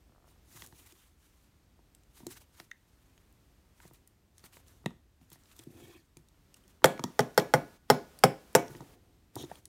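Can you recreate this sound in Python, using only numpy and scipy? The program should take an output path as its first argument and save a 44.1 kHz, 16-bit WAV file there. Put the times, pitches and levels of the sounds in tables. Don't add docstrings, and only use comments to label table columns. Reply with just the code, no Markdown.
import sys
import numpy as np
from scipy import signal
from scipy.fft import rfft, irfft, next_fast_len
from scipy.io import wavfile
from scipy.ndimage import uniform_filter1d, map_coordinates

SR = 44100
rng = np.random.default_rng(int(sys.argv[2]) if len(sys.argv) > 2 else 0)


def digitize_waveform(pressure):
    field = np.atleast_2d(pressure).T
    bounded = np.clip(field, -1, 1)
    quanta = np.round(bounded * 32767).astype(np.int16)
    wavfile.write(sys.argv[1], SR, quanta)


def ratio_of_db(decibels):
    return 10 ** (np.asarray(decibels, float) / 20)


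N = 426874

# start_s, peak_db, desk_boom_db, shell_body_db, shell_crack_db
RAPS = [
    (6.8429, 0.5, -21, -12.5, -14),
    (7.1923, -9.5, -12.5, -9, -15),
    (7.3774, -5.5, -16, -9, -14),
    (7.538, -8, -14.5, -8, -13),
    (7.901, -4, -14, -9, -12.5),
    (8.2374, -2, -18, -13, -11.5),
    (8.551, -8.5, -12, -4, -7),
]
# frequency_hz, density_db (per Hz)
DULL = [(400, -17), (1000, -2.5), (3000, -5.5), (6000, -16), (16000, -45.5)]


def unit(x):
    return x / np.sqrt(np.mean(x ** 2) + 1e-20)


def along(points, hz):
    f, v = np.transpose(points)
    return np.interp(np.log(hz + 1), np.log(f + 1), v)


def wobble(rate):
    knots = rng.standard_normal(int(N * rate / SR) + 4)
    return map_coordinates(knots, [np.arange(N) * rate / SR])


def noise(spectrum, size=N):
    m = next_fast_len(size)
    gain = ratio_of_db(along(spectrum, np.fft.rfftfreq(m, 1 / SR)))
    return unit(irfft(rfft(rng.standard_normal(m)) * gain, m)[:size])


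def patchy(x, depth_db):
    z = signal.stft(x, nperseg=256)[2]
    field = uniform_filter1d(rng.standard_normal(z.shape), size=6, axis=0)
    field = uniform_filter1d(field, size=10, axis=1)
    return unit(signal.istft(z * ratio_of_db(depth_db * unit(field)), nperseg=256)[1][:N])


def ring(modes, t, scatter_db, rise, blur=0):
    hz, db, t60 = np.transpose(modes)[:, :, None]
    gain = ratio_of_db(db + scatter_db * rng.standard_normal(hz.shape) - 60 * t / t60)
    walk = np.cumsum(rng.standard_normal((len(modes), len(t))), axis=1)
    phase = 2 * np.pi * hz * t + blur * np.sqrt(hz / SR) * walk
    sign = (-1.) ** np.arange(len(modes))[:, None]
    return np.sum(sign * gain * np.sin(phase), axis=0) * (1 - np.exp(-t / rise))


def strokes(rows, slope=0):
    t = np.arange(0, N, 32) / SR
    s, rise, fall, db = np.transpose(rows)[:, :, None]
    away = np.abs(t - s) / np.where(t < s, rise, fall)
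    swell = ratio_of_db(db - slope * (db + 68.5) - 20 * away ** 1.4)
    return np.interp(np.arange(N) / SR, t, np.linalg.norm(swell, axis=0))


def room(x):
    # frequency_hz, t60_s
    decay = [(150, 0.16), (500, 0.32), (2000, .25), (6000, 0.31), (14000, 0.2)]
    # frequency_hz, level_db
    tone = [(100, 8), (320, 2), (440, -9), (650, -11), (2000, -1.5), (6000, -4), (14000, -0.5)]
    hz, t, z = signal.stft(rng.standard_normal(SR // 3), SR, nperseg=256)
    level_db = along(tone, hz)[:, None] - 60 * t / along(decay, hz)[:, None]
    tail = signal.istft(z * ratio_of_db(level_db), SR, nperseg=256)[1]
    late = np.pad(tail / np.linalg.norm(tail), (round(0.0044 * SR), 0))
    return signal.fftconvolve(x, late)[:len(x) + SR // 4]


def add(track, s, x):
    track[round(s * SR):][:len(x)] += x


def stillness():
    # frequency_hz, density_db (per Hz)
    quiet = [(18, -38.5), (30, -11.5), (55, -3.5), (125, -12.5), (300, -16.5), (500, -24.5), (900, -28),
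             (2000, -32), (9500, -38.5), (10500, -45), (11500, -37.5), (15400, -43), (16500, -45.5)]
    # frequency_hz, density_db (per Hz)
    open_hiss = [(60, -15), (150, 12.5), (600, 6), (2000, -2.5), (6000, -6.5), (15400, -10.5),
                 (16500, -20.5)]
    # start_s, end_s
    gate_open = [
        (6.82, 7.785),
        (7.875, 8.965),
        (9.33, 9.61),
    ]
    t = np.arange(N) / SR
    rumble = noise([(20, -29.0), (40, -6.5), (70, 1.0), (110, -6.5), (200, -66.5)])
    rumble *= ratio_of_db(-72.0 + 3.6 * np.tanh(wobble(1.5)))
    gate = sum(np.clip(np.minimum(t - a, b - t) / 0.023, 0, 1) for a, b in gate_open)
    hiss = ratio_of_db(-66.5 + 1.5 * wobble(4.0)) * noise(quiet)
    return hiss + rumble + ratio_of_db(-62) * gate * noise(open_hiss)


def rubbing():
    # peak_s, rise_s,
    # fall_s, level_db
    skin_strokes = [(0.29, 0.05, 0.12, -66.5), (0.575, 0.13, 0.096, -52.5), (0.64, 0.066, 0.062, -53),
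                    (0.835, 0.22, 0.2, -58.5), (1.04, 0.29, 0.12, -65), (1.25, 0.17, 0.16, -68.5),
                    (1.44, 0.21, 0.09, -71), (2.188, 0.081, 0.096, -57.5), (2.32, 0.045, 0.055, -50),
                    (2.377, 0.027, 0.02, -51.5), (2.419, 0.041, 0.039, -59), (2.59, 0.1, 0.12, -60),
                    (3.1, 0.96, 0.67, -75.5), (3.85, 0.12, 0.1, -61.5), (3.946, 0.023, 0.053, -63.5),
                    (4.38, 0.042, 0.1, -69), (4.453, 0.023, 0.042, -54.5), (4.537, 0.016, 0.081, -58),
                    (4.58, 0.094, 0.046, -61), (4.689, 0.05, 0.16, -64.5),
                    (5.22, 0.019, 0.089, -71), (5.33, 0.034, 0.059, -58), (5.52, 0.24, .08, -64.5),
                    (5.599, 0.086, 0.084, -59), (5.85, 0.27, 0.21, -60.5), (6.18, 0.026, 0.058, -74),
                    (6.567, 0.011, 0.027, -61), (6.701, 0.036, .07, -66.5), (8.71, 0.088, 0.21, -60),
                    (9.41, 0.044, 0.035, -56), (9.55, 0.17, 0.11, -62.5)]
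    # peak_s, rise_s, fall_s, level_db
    wrist_drags = [(0.1, .8, 0.64, -75), (0.72, 0.54, 0.3, -65.5), (2.27, 0.13, 0.2, -61),
                   (4.6, 1.2, 1, -76), (5.81, 0.25, .2, -58), (8.7, 0.12, 0.53, -57),
                   (8.82, 0.02, 0.04, -47.5), (9.41, 0.036, 0.053, -45.5), (9.6, 0.4, 0.43, -70.5)]
    # frequency_hz, density_db (per Hz)
    skin = [(1470, -38), (2500, -16.5), (3830, -4), (4970, -6.5), (6300, -2), (15100, -5), (16100, -17),
            (16500, -32)]
    drag = [(47, -33), (80, 0), (122, 0.5), (194, -34), (219, -9), (357, -6.5), (537, -16), (608, -20),
            (697, -12), (1200, -43.5), (1560, -59.5), (2640, -120)]
    rows = skin_strokes
    stick = ratio_of_db(1.9 * wobble(68) + 0.59 * wobble(300))
    light = ratio_of_db(-4.0) * strokes(rows) * patchy(noise(skin), depth_db=1.1)
    dull = strokes(rows, slope=0.22) * ratio_of_db(-6 + 1.5 * wobble(100)) * patchy(noise(DULL), depth_db=2.5)
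    wrist = strokes(wrist_drags) * ratio_of_db(2.2 * np.tanh(wobble(40))) * noise(drag)
    return stick * (light + dull) + wrist


def slides():
    # start_s, end_s, level_db, fade_s
    drags = [
        (5.708, 6.043, -60, 0.089),
        (9.355, 9.443, -50.5, 0.022),
        (9.434, 9.455, -54.5, .005),
    ]
    # frequency_hz, width_hz, level_db
    dragged = [(342, 24, -5), (716, 86, -28), (1030, 55, -25), (1800, 140, -24), (2270, 63, -21.5),
               (2480, 110, -23), (3230, 230, -24.5), (4380, 300, -43)]
    scraped = [(638, 260, 10), (3750, 530, 10.5), (5450, 490, 5), (6800, 790, -5)]
    out, t, hz = np.zeros(N), np.arange(N) / SR, np.fft.rfftfreq(N, 1 / SR)
    for (start, end, db, fade), peaks in zip(drags, [dragged, scraped, scraped]):
        body = sum(ratio_of_db(g) * 1j * hz * w / (c * c - hz * hz + 1j * hz * w) for c, w, g in peaks)
        friction = irfft(rfft(rng.standard_normal(N)) * body, N)
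        grain = ratio_of_db(1.3 * wobble(160)) * patchy(friction, depth_db=4.0)
        out += ratio_of_db(db) * np.clip(np.minimum(t - start, end - t) / fade, 0, 1) * grain
    return out


def ticks():
    # start_s, level_db, colour_hz
    slip_ticks = [(0.621, -32, 3060), (0.663, -39, 9360), (0.672, -41.5, 10163), (0.725, -47, 1808),
                  (0.923, -43.5, 5900), (1.949, -43.5, 9500), (2.035, -56, 8000), (2.2673, -29, 8200),
                  (2.6009, -35, 1100), (2.5998, -34, 3340), (2.714, -45, 7000), (3.178, -48, 2450),
                  (3.326, -54, 14211), (3.802, -43, 1800), (3.852, -53, 3000), (3.878, -46, 9130),
                  (3.935, -46, 13900), (4.0747, -41.5, 13500), (4.3812, -40.5, 8500), (4.394, -53, 5500),
                  (4.403, -59, 5440), (4.44, -41.5, 1670), (4.452, -59, 4700), (4.458, -54, 4530),
                  (4.463, -49, 2190), (4.527, -48.5, 1870), (4.533, -50, 11627), (4.543, -52, 2600),
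                  (4.556, -59, 5200), (4.5695, -45, 2100), (4.602, -54, 1200), (4.6646, -54, 2600),
                  (4.682, -48.5, 7100),
                  (4.8597, -30.5, 7800), (4.906, -49, 2900), (5.213, -57.5, 3660), (5.302, -44, 11500),
                  (5.318, -49, 4020), (5.33, -37.5, 12380), (5.436, -55, 6632), (5.457, -51, 4100),
                  (5.515, -47, 3703), (5.565, -44, 13436), (5.591, -38, 7460), (5.597, -43.5, 3620),
                  (5.637, -43.5, 13530), (5.819, -60, 3359), (6.17, -39.5, 8700), (6.286, -51.5, 7160),
                  (6.542, -42, 8200), (6.568, -53, 8300), (6.679, -48.5, 8010),
                  (6.82, -42, 1018), (6.857, -15, 8900), (6.9778, -38, 2067), (6.9948, -33.5, 5000),
               (7.039, -19.5, 5700), (7.205, -23.5, 6800), (7.346, -50, 6000), (7.3963, -25.5, 6030),
               (7.399, -28.5, 3600), (8.189, -32, 10900), (8.53, -46, 10500), (8.584, -40, 5600),
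               (8.681, -41, 5900), (8.751, -42.5, 2510), (8.767, -46.5, 4970), (8.808, -46, 5960),
               (9.3558, -28.5, 10900), (9.402, -45, 3600), (9.425, -37, 9700), (9.4336, -44, 3800),
               (9.501, -46, 3200), (9.507, -47, 1900), (9.5154, -45, 1900), (9.5548, -47, 4500),
               (9.6546, -33, 9900)]
    # start_s, level_db, upper_modes_db
    pings = [
        (0.621, -49, -4),
        (2.7148, -32.5, -4),
        (4.8601, -28, 7),
        (6.857, -22.5, 4),
        (7.207, -35.5, 1.5),
        (9.516, -51, -5),
    ]
    # start_s, peak_db
    creak = [(0.069, -66), (0.095, -60), (0.122, -60), (0.149, -57), (0.161, -56), (0.181, -55),
             (0.202, -60), (0.225, -60), (0.243, -54.5), (0.251, -59), (0.258, -61), (0.271, -59),
             (0.278, -55), (0.291, -64), (0.32, -61), (0.362, -61)]
    # frequency_hz, level_db, t60_s
    cavity = [(1350, -15, .012), (1900, 0, 0.02), (2130, -9, .014), (2620, -10, .012), (3700, -7, .011)]
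    out, t = np.zeros(N + SR), np.arange(SR // 16) / SR
    fade = ratio_of_db(-60 * t / 0.014) + 1.4 * ratio_of_db(-60 * t / 0.0022)

    def hollow(upper_db=0):
        modes = [(hz, db + upper_db * (hz > 2300), t60) for hz, db, t60 in cavity]
        return ring(modes, t, scatter_db=1.0, rise=0.00027, blur=0.029)

    slips = [(s, ratio_of_db(db) * hollow(upper_db)) for s, db, upper_db in pings]
    for s, db, hz in slip_ticks:
        spread = [(hz / 8, -30), (hz / 3, -9), (hz, 0), (hz * 1.4, -7), (hz * 5, -26)]
        click = ratio_of_db(-7.5) * noise(spread, len(t)) * fade * (1 - np.exp(-t / 0.00025))
        slips.append((s, ratio_of_db(db) * (click + ratio_of_db(-27) * hollow())))
    for s, slip in slips:
        add(out, s, slip)
        add(out, s, ratio_of_db(-11.5) * room(slip * ratio_of_db(-60 * t / 0.016)))
    for s, db in creak:
        seam = ring([(1250, 0.5, 0.0062), (636, -1, 0.0095)], t, scatter_db=1.5, rise=0.00022)
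        add(out, s, ratio_of_db(db + 1.0) * seam)
    return out[:N]


def chimes():
    # start_s, peak_db, lower_hz, upper_hz
    wall_ticks = [(0.5944, -37, 3660, 9670), (0.621, -40, 3100, 9700), (0.7243, -54, 2670, 5990),
                  (0.922, -43, 4900, 8600), (1.1324, -60, 3620, 6490), (2.267, -32, 3980, 5600),
                  (2.5995, -32, 3370, 5540), (2.7123, -39, 3640, 6220), (3.1772, -47, 2330, 6570),
                  (4.44, -35, 4510, 8900), (4.8594, -30, 3850, 5600), (4.9053, -54, 2730, 5540),
                  (5.317, -41, 3730, 7600), (5.592, -29.5, 3430, 8310), (5.6356, -44, 3380, 8940),
                  (5.7029, -55, 2570, 8580), (6.17, -41, 2410, 7400), (6.2855, -57, 3750, 6840),
                  (6.3444, -61, 3080, 5490), (6.544, -38.5, 2880, 8430), (6.568, -54.5, 4730, 7780),
                  (6.6378, -48, 3080, 9030), (6.977, -47, 3780, 5790), (6.9936, -30, 2310, 6540),
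                  (7.0385, -17, 3360, 7320), (7.2046, -18, 3260, 5710), (7.3447, -47, 4400, 5690),
                  (7.3994, -27, 3320, 5830), (8.1886, -31.5, 4750, 9040), (8.6812, -42, 3370, 5700),
                  (8.806, -48, 4100, 5560), (9.355, -32, 3640, 9600), (9.4334, -34, 4140, 6620),
                  (9.4464, -45, 3950, 6630), (9.4995, -49, 3230, 5820), (9.5145, -39, 3130, 9300),
                  (9.5552, -37, 3300, 9100), (9.655, -41, 3280, 9570)]
    # start_s, level_db, pitch_hz
    taps = [
        (9.5152, -43, 1150),
        (9.5156, -48, 1900),
        (2.6, -48, 950),
    ]
    # frequency_hz, level_db, t60_s
    thin = [(996, -6, .03), (7000, -24, .07), (7550, -21.5, 0.045), (8550, -23, .08), (9000, -25, .08),
            (11700, -25, 0.072), (12440, -25, .07), (13900, -26.5, .06)]
    out, t = np.zeros(N + SR), np.arange(SR // 8) / SR
    for s, db, low_hz, high_hz in wall_ticks:
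        patches = [(low_hz, 0, 0.013), (high_hz, -2, 0.013)]
        add(out, s, ratio_of_db(db - 8.5) * ring(patches, t, scatter_db=2.5, rise=0.00053, blur=0.22))
    for s, db, hz in taps:
        add(out, s, ratio_of_db(db) * ring([(hz, 0, 0.02)], t, scatter_db=-3, rise=0.00052, blur=0.1))
    for s, db, *_, crack_db in RAPS:
        add(out, s, ratio_of_db(db + crack_db) * ring(thin, t, scatter_db=3.0, rise=0.0008, blur=0.42))
    return out[:N] + ratio_of_db(-19) * room(out[:N])[:N]


def bumps():
    # start_s, thud_db, knock_db
    knuckles = [(0.55, -50, -57), (0.6211, -52, -44.5), (0.725, -53, -53), (0.925, -59, -66),
                (1.79, -54, -57), (2.203, -45, -46), (2.231, -46, -52), (2.2659, -32, -38),
                (2.5995, -49.5, -37), (3.801, -72, -52), (3.91, -52, -47), (4.438, -47.5, -50),
                (4.569, -59, -46.5), (4.841, -53, -50), (4.907, -44, -44), (5.213, -53, -58),
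                (5.317, -47, -46.5), (5.357, -55, -49), (5.593, -50, -50), (5.669, -35.5, -62),
                (5.701, -48, -72), (5.75, -50, -70), (5.821, -47.5, -71), (6.168, -47.5, -53)]
    settling = [(6.826, -40, -48), (6.9935, -30, -21), (7.039, -20.5, -19.5), (8.70, -39, -43),
                (8.748, -32.5, -40.5), (8.757, -40, -48), (8.805, -34.5, -36.5), (8.817, -50, -46),
                (9.3541, -38, -59), (9.364, -28, -31), (9.395, -44, -54), (9.417, -42, -46),
                (9.4983, -63, -48)]
    slaps = [
        (3.852, -41.5, -46.5),
        (4.8594, -17.5, -22),
        (9.438, -32.5, -41),
        (9.5144, -42, -26),
    ]
    # frequency_hz, level_db
    desk_push = [(112, -7.5), (155, -1.5), (250, -7.5), (345, -0.5)]
    # frequency_hz, level_db, t60_s
    fingertip = [(527, -1.5, 0.0067), (725, -3.5, 0.016), (940, -8.5, 0.037), (1230, -6.5, 0.011),
                 (1900, -14, 0.018)]
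    out, t = np.zeros(N + SR), np.arange(SR // 6) / SR
    # under a resting hand, left free, under a flat hand that also shades the walls (dB)
    for rows, t60, walls_db in (knuckles, 0.069, -8), (settling, 0.045, -8), (slaps, 0.034, -13):
        desk = [(hz, db, t60 * (155 / hz) ** 0.44) for hz, db in desk_push]
        for s, thud_db, knock_db in rows:
            thud = ring(desk, t, scatter_db=4.5, rise=0.00085)
            knock = ring(fingertip, t, scatter_db=4.5, rise=0.00058, blur=0.18)
            near = ratio_of_db(thud_db - 2.0) * thud + ratio_of_db(knock_db - 1.5) * knock
            add(out, s, near)
            add(out, s, ratio_of_db(walls_db) * room(near))
    return out[:N]


def raps():
    # lowest_mode_db, next_mode_db, wall_mode_hz, wall_mode_db, seam_mode_hz
    grips = [(-4.5, 0.5, 917, 0.5, 5800), (1, -6, 847, 4, 5515), (-4.5, -3, 829, 1.5, 5400),
             (-11.5, 1, 831, 5, 5600), (-3, -5.5, 837, 4, 5500), (-0.5, 2, 812, 8, 5420),
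             (-4, -2.5, 910, 2.5, 5400)]
    # four_lower_rim_modes_db, fifth_db, sixth_db, seam_db, top_three_db
    landing = [(-2.5, 7.5, 3, -9, -3.5), (1.5, 2, 5, -8, -14), (-0.5, 6, 5.5, -3, -7),
               (1.5, -0.5, 2, -4.5, -1.5), (0, -12, -2.5, -2.5, 1.5), (-2.5, -2, -4, -0.5, 7.5),
               (-3, -1.5, -6.5, -2, 14.5)]
    # flight_s, level_db
    rebounds = [(0.0023, -10.5), (0.004, -8.5), (.0063, -5.5), (.0062, -5), (0.0048, -4.5), (0.0031, -12),
                (.0055, -2.5)]
    # frequency_hz, level_db, t60_s
    shell_modes = [(423, 2.5, 0.098), (529, 3.5, 0.1), (640, -4, 0.084)]
    rim_modes = [(1200, -14.5, 0.027), (1507, -11, 0.021), (1894, -18, 0.028), (2100, -21, 0.034),
                 (3270, -23.5, 0.02), (4467, -22.5, 0.013), (7470, -24.5, 0.016), (9670, -30, 0.028),
                 (12550, -27, 0.01)]
    free_ring = [(870, -24, 0.14), (1474, -26, .25), (2290, -32, 0.26)]
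    boom_modes = [(126, -4, .17), (154, 3.5, .17), (186, -8, .14), (248, -5, .17), (325, -3, .15)]
    board_modes = [(375, 4, 0.062), (531, 4.5, 0.15), (697, 0, 0.26), (816, -6, 0.16), (1048, -8.5, 0.2),
                   (1212, -16.5, 0.18), (1686, -17, 0.4), (1460, -18.5, 0.47), (1960, -19, 0.27),
                   (2261, -23.5, 0.32), (3040, -23, 0.17)]
    # frequency_hz, density_db (per Hz)
    crack_noise = [(880, -11), (1500, -1.5), (2530, -22.5), (3380, -19), (4300, -20), (5310, -12.5),
                   (6170, -20), (13900, -22.5), (16500, -34.5)]
    clatter = [(70, -29), (130, -1.5), (450, 3), (1000, -10.5), (1600, -15.5), (2500, -22), (6000, -38.5)]
    shell_blur = 0.2
    out, loose, t = np.zeros(N + SR), np.zeros(N + SR), np.arange(SR // 3) / SR
    pressed = np.exp(-(t / 0.012) ** 4)
    for rap, grip, spot, (flight, rebound_db) in zip(RAPS, grips, landing, rebounds):
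        s, db, boom_db, body_db, crack_db = rap
        low_db, next_db, wall_hz, wall_db, seam_hz = grip
        rim_db, fifth_db, sixth_db, seam_db, top_db = spot
        body = [(hz, g + load, t60) for (hz, g, t60), load in zip(shell_modes, (low_db, next_db, 0))]
        body.append((wall_hz, wall_db, 0.049))
        rim_loads = [rim_db] * 4 + [fifth_db, sixth_db] + [top_db] * 3
        rim = [(hz, g + load, t60) for (hz, g, t60), load in zip(rim_modes, rim_loads)]
        rim.append((seam_hz, -14 + seam_db, 0.022))
        free = free_ring + [(seam_hz, -35 + seam_db, 0.35)]

        grit = ratio_of_db(crack_db + 4.0) * noise(crack_noise, len(t)) * (1 - np.exp(-t / 0.00073))
        crack = ratio_of_db(4.5 - 60 * t / 0.007) * grit
        spike = ratio_of_db(17.5 - 60 * t / 0.0018) * grit
        shell = ring(body, t, scatter_db=0.5, rise=0.00014, blur=shell_blur)
        shell *= -ratio_of_db(body_db - 3.5) * (0.46 + pressed)
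        edge = ratio_of_db(2.0) * ring(rim, t, scatter_db=2.5, rise=0.00045, blur=shell_blur)
        boom = ratio_of_db(boom_db - 3.5) * ring(boom_modes, t, scatter_db=4.0, rise=0.0055, blur=0.019)
        wood = ratio_of_db(body_db - 16.0) * ring(board_modes, t, scatter_db=3.0, rise=0.0033, blur=0.15)
        dense = noise(clatter, len(t)) * (1 - np.exp(-t / 0.00099))
        wood += ratio_of_db(body_db - 15 - 60 * t / 0.28) * dense

        escaped = 0.9 * ratio_of_db(-60 * t / 0.008) * edge
        add(out, s, ratio_of_db(db) * (spike + shell + escaped + wood))
        ungripped = ring(free, t, scatter_db=2.5, rise=0.003, blur=0.42)
        add(loose, s, ratio_of_db(db + crack_db) * ungripped)
        add(loose, s, ratio_of_db(db) * (0.75 * edge + crack + boom))
        add(loose, s, ratio_of_db(db - 10.5 - 60 * t / 0.059) * grit)
        for k in range(3):
            again = ratio_of_db(db + rebound_db - 9.5 * k) * (crack + 0.83 * edge)
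            add(loose, s + (k + 1) * flight, again)
    lead = strokes([(s, 0.012, 0.003, db - 53) for s, db, *_ in RAPS]) * noise(DULL)
    return lead + out[:N] + loose[:N] + ratio_of_db(-9) * room(out[:N])[:N]


def scene():
    high_pass = signal.butter(3, 92, "highpass", fs=SR, output="sos")
    blows = signal.sosfilt(high_pass, raps() + ticks() + bumps())
    return (stillness() + rubbing() + slides() + chimes() + blows)[None]


def top_cut(x):
    return signal.sosfilt(signal.butter(12, 17030, fs=SR, output="sos"), x)


def record(dry):
    over = np.clip(np.fft.rfftfreq(N, 1 / SR) - 15850, 0, None)
    rounded = dry / (1 + np.abs(dry / 0.92) ** 6) ** (1 / 6)
    spectrum = rfft(rounded)
    limited = irfft(spectrum * ratio_of_db(-over / 14), N)
    blow = np.clip(uniform_filter1d(np.abs(rounded), size=256) / 0.05 - 1, 0, 1)
    spill = irfft(spectrum * (over < 1000), N) - limited
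    return top_cut(limited + ratio_of_db(-13.5) * blow * spill)


dry = scene()
out = record(dry)
digitize_waveform(out)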